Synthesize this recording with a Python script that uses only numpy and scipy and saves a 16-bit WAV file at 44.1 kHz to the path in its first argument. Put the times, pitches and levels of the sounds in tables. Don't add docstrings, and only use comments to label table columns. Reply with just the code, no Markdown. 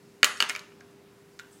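import sys
import numpy as np
from scipy import signal
from scipy.io import wavfile

SR = 44100
rng = np.random.default_rng(int(sys.argv[2]) if len(sys.argv) > 2 else 0)


def generate_wav(sig):
    pcm = np.round(np.clip(np.atleast_2d(sig).T, -1, 1) * 32767).astype(np.int16)
    wavfile.write(sys.argv[1], SR, pcm)


def amplitude_ratio(level_db):
    exponent = np.asarray(level_db, float) / 20
    return 10 ** exponent


N = 70560

# [f/Hz, level/dB per Hz]
AIR_COLOUR = [(25, -6.5), (70, -18), (135, -10.5), (330, -14.5), (520, -22), (1300, -26.5), (5000, -35),
              (16000, -47)]
# [t/s, level/dB, extra treble/dB]
BACKGROUND_SWELL = [(0, -2, 1), (0.199, -2.5, 1.5), (0.798, -0.5, 0), (1.201, -2.5, 1), (1.6, -2.5, 3.5)]
# [f/Hz, rms level/dB]
HUM_TONES = [(100, -83.5), (200, -72), (300, -68.5), (400, -57.5), (500, -70.5), (1000, -78.5)]
# [f/Hz, fade time/s]
ROOM_FADE = [(200, 1.24), (700, 0.32), (1700, 0.47), (4000, .4), (8000, 0.5), (15000, 0.1)]
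# [f/Hz, level/dB]
ROOM_LEVEL = [(200, -23.5), (700, -11), (1700, -23.5), (4000, -23.5), (8000, -23.5), (15000, -27.5)]
# [f/Hz, level/dB, fade time/s]
TRAY_TONES = [(233.6, -44, 0.26), (300, -46, 0.1), (411, -34, 0.16), (520, -35, .07), (611, -38, 0.15),
              (736, -41.5, 0.089), (980, -46.5, 0.048)]
# [f/Hz, level/dB, fade time/s]
PART_TONES = [(1400, -13.5, 0.024), (1700, -8, 0.0084), (2300, -6.5, 0.012), (2900, -6, 0.013),
              (3570, -9, 0.006), (4450, -6.5, .007), (5170, -5, 0.005), (6420, -5, 0.005136),
              (7300, -6, 0.0052), (9020, -13.5, .005), (9440, -16, 0.0013), (11960, -20.5, 0.0024),
              (14300, -19.5, .003)]
# [t/s, peak level/dB, strongest ring f/Hz, brightness/dB per octave, fade time/s]
BOUNCES = [(.2307, 2, 2052, -7, 0.0042), (0.2323, -10, 2580, -3.5, 0.027),
           (0.2342, -10.5, 1700, -11.5, 0.019), (0.2444, -5.5, 2900, 0.5, 0.007),
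           (0.2443, -5, 7300, -3, 0.0087), (0.247, -13, 1930, -6.5, .007), (0.2491, -18, 3900, -6, .02),
           (0.3725, -33, 5400, -8, 0.012), (0.379, -33, 8660, -9, 0.0051), (.388, -40, 7800, -2, .015),
           (.4032, -9.5, 4450, -3, 0.01), (.4043, -6.5, 2900, -10, 0.0061), (0.4066, -17, 1400, -7, 0.026),
           (0.4121, -27, 4560, 1, 0.0071), (0.4248, -5.5, 2894, -6.5, 0.0078),
           (0.4311, -25, 1700, -19, 0.024), (0.4906, -25.5, 9180, -8, .012),
           (.4962, -12.5, 2540, 0.5, 0.0062), (0.499, -16.5, 2500, -3, 0.013), (0.503, -18, 1915, 0, 0.036),
           (.5135, -38, 9300, -6, 0.0082), (0.5507, -20, 2300, -5.5, 0.025), (.562, -20, 2050, -6, 0.0067),
           (0.5933, -29.5, 3850, -6, 0.0087)]
# [t/s, peak level/dB, strongest ring f/Hz, brightness/dB per octave, fade time/s]
LATE_CONTACTS = [
    (0.7197, -46, 1400, -10, 0.014),
    (.8063, -45, 6000, -9, .006),
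    (.8088, -41, 1633, -7.5, .025),
    (1.3914, -32, 2300, -3.5, 0.0061),
    (1.3954, -29.5, 1530, -10, 0.026),
    (1.3966, -31.5, 3510, -1, 0.018),
    (1.3975, -39.5, 1432, -27, 0.049),
    (1.414, -45.5, 1532, -13.5, 0.066),
    (1.4346, -50, 1450, -12, .035),
    (1.447, -46, 1560, -12, 0.043),
]
# [f/Hz, width/Hz, level/dB]
RUB_COLOUR = [(6500, 1030, -3.5), (7800, 370, 6), (8650, 450, 7), (12700, 1400, -9)]


def at_hz(points, hz):
    table = np.array(points)
    return np.interp(np.log(hz), np.log(table[:, 0]), table[:, 1])


def rms_one(x):
    return x / np.sqrt(np.mean(x ** 2))


def drift(rate_hz):
    knots = rng.standard_normal(200 + int(N / SR * rate_hz) * 0)
    return np.interp(np.arange(N) / SR * rate_hz, np.arange(len(knots)), knots)


def ring(push, hz, t60):
    shrink, turn = amplitude_ratio(-60 / (t60 * SR)), 2 * np.pi * hz / SR
    return signal.lfilter([0, np.sin(turn)], [1, -2 * shrink * np.cos(turn), shrink ** 2], push + 1e-18)


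def bands(length, shape):
    edges = 22 * 2 ** np.arange(0, 10, .5)
    white = rng.standard_normal((2, length))
    total = np.zeros(length)
    for k, (low, high) in enumerate(zip(edges, edges[1:])):
        band = signal.butter(2, [low, high], "band", fs=SR, output="sos")
        total += signal.sosfilt(band, white[k % 2]) * shape(np.sqrt(low * high))
    return total


def ventilation():
    s, _, treble_db = np.transpose(BACKGROUND_SWELL)
    treble = np.interp(np.arange(N) / SR, s, treble_db)

    def loudness(hz):
        octaves_up = np.clip(np.log2(hz / 3000), 0, 2)
        return amplitude_ratio(at_hz(AIR_COLOUR, hz) + 0.99 * drift(11) + treble * octaves_up)

    return amplitude_ratio(-54.5) * rms_one(bands(N, loudness))


def mains_hum():
    t = np.arange(N) / SR
    hum = np.zeros(N)
    for hz, db in HUM_TONES:
        loudness = np.sqrt(2) * amplitude_ratio(db - 0.46 * drift(3.2))
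        hum += loudness * np.sin(2 * np.pi * (hz * t + rng.random()))
    return hum


def background():
    s, swell_db, _ = np.transpose(BACKGROUND_SWELL)
    return (ventilation() + mains_hum()) * amplitude_ratio(np.interp(np.arange(N) / SR, s, swell_db))


def glove_rub():
    peak_s, rise_s, fall_s = 1.532, 0.015, 0.056
    t = np.arange(N) / SR - peak_s
    white = rng.standard_normal(N)
    hiss = sum(amplitude_ratio(db) * rms_one(ring(white, hz, 2.7 / width)) for hz, width, db in RUB_COLOUR)
    swell = np.where(t < 0, np.exp(-(t / rise_s) ** 2), np.exp(-np.abs(t) / fall_s))
    return amplitude_ratio(-60.5 + 2.7 * drift(180)) * rms_one(hiss) * swell


def room(near_sound, far_sound):
    t = np.arange(SR // 2 + SR // 4) / SR
    near_t60_s, near_db, near_gap_s, tail_rise_s = .065, -8.5, .003, 0.012

    def fade(t60):
        return amplitude_ratio(-60 * t / t60) / np.sqrt(t60 * SR / 14)

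    def tail_shape(hz):
        return amplitude_ratio(at_hz(ROOM_LEVEL, hz) + 13) * fade(at_hz(ROOM_FADE, hz)) * np.minimum(t / tail_rise_s, 1)

    tail = bands(len(t), tail_shape)
    near = amplitude_ratio(near_db) * rng.standard_normal(len(t)) * fade(near_t60_s) * (t > near_gap_s)
    return (signal.fftconvolve(near_sound, near) + signal.fftconvolve(far_sound, tail))[:N]


def contact(strongest_hz, tilt_db, t60):
    t = np.arange(SR // 3) / SR
    click = 1. * (t == 0)
    chatter_s, scatter_db = 0.00048, 3
    touch = click + 0.36 * rng.standard_normal(len(t)) * np.exp(-t / chatter_s)
    small_body = signal.butter(4, 1250, "high", fs=SR, output="sos")

    rings = ring(click, strongest_hz, max(t60, .002))
    detune = 1 + .015 * rng.standard_normal()
    for hz, db, decay in PART_TONES:
        luck = rng.standard_normal()
        level_db = db + tilt_db * abs(np.log2(hz / strongest_hz)) + scatter_db * luck
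        rings += amplitude_ratio(level_db) * np.sign(luck) * ring(touch, hz * detune, decay)

    noise = rng.standard_normal(len(t))
    broad = rms_one(ring(noise, strongest_hz, 1.5 / strongest_hz) + .2 * noise)
    crack_t60 = min(1.7 * t60, 0.14)
    crack = amplitude_ratio(1.4 * tilt_db - 60 * t / crack_t60) * broad
    rings, crack = signal.sosfilt(small_body, [rings, crack])
    peak = np.abs(rings + crack).max()
    rings, crack = rings / peak, crack / peak

    blunt = ring(click, strongest_hz, 1.3 / strongest_hz) + amplitude_ratio(2 * tilt_db + 3.5) * click
    around = signal.sosfilt(small_body, blunt)
    around *= np.linalg.norm(rings + crack) / np.linalg.norm(around)

    if strongest_hz < 3500:
        for hz, db, decay in TRAY_TONES:
            rings += amplitude_ratio(db + 2 * rng.standard_normal()) * ring(click, hz, decay)
    return np.array([rings, crack, around])


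def contacts():
    out = np.zeros((3, N + SR))
    for s, db, strongest_hz, tilt_db, t60 in BOUNCES + LATE_CONTACTS:
        sound = amplitude_ratio(db) * contact(strongest_hz, tilt_db, t60)
        start = int(s * SR)
        out[:, start:start + sound.shape[1]] += sound
    return out[:, :N]


def scene():
    quiet_bed, slide = background(), glove_rub()
    rings, cracks, around = contacts()
    nearby = amplitude_ratio(-2) * rings + amplitude_ratio(5.5) * cracks
    far = amplitude_ratio(-6) * nearby + amplitude_ratio(-2) * around
    return (rings + cracks + room(nearby, far) + quiet_bed + slide)[None]


def roll_off(x):
    return signal.sosfilt(signal.butter(12, 17090, fs=SR, output="sos"), x)


def record(dry):
    flattened = np.clip(dry, -.73, .73)
    no_top = signal.cheby2(8, 45, 17100, fs=SR, output="sos")
    no_rumble = signal.butter(2, 116, "high", fs=SR, output="sos")
    mix = signal.sosfilt(no_rumble, signal.sosfilt(no_top, flattened))
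    return roll_off(mix)


dry = scene()
out = record(dry)
generate_wav(out)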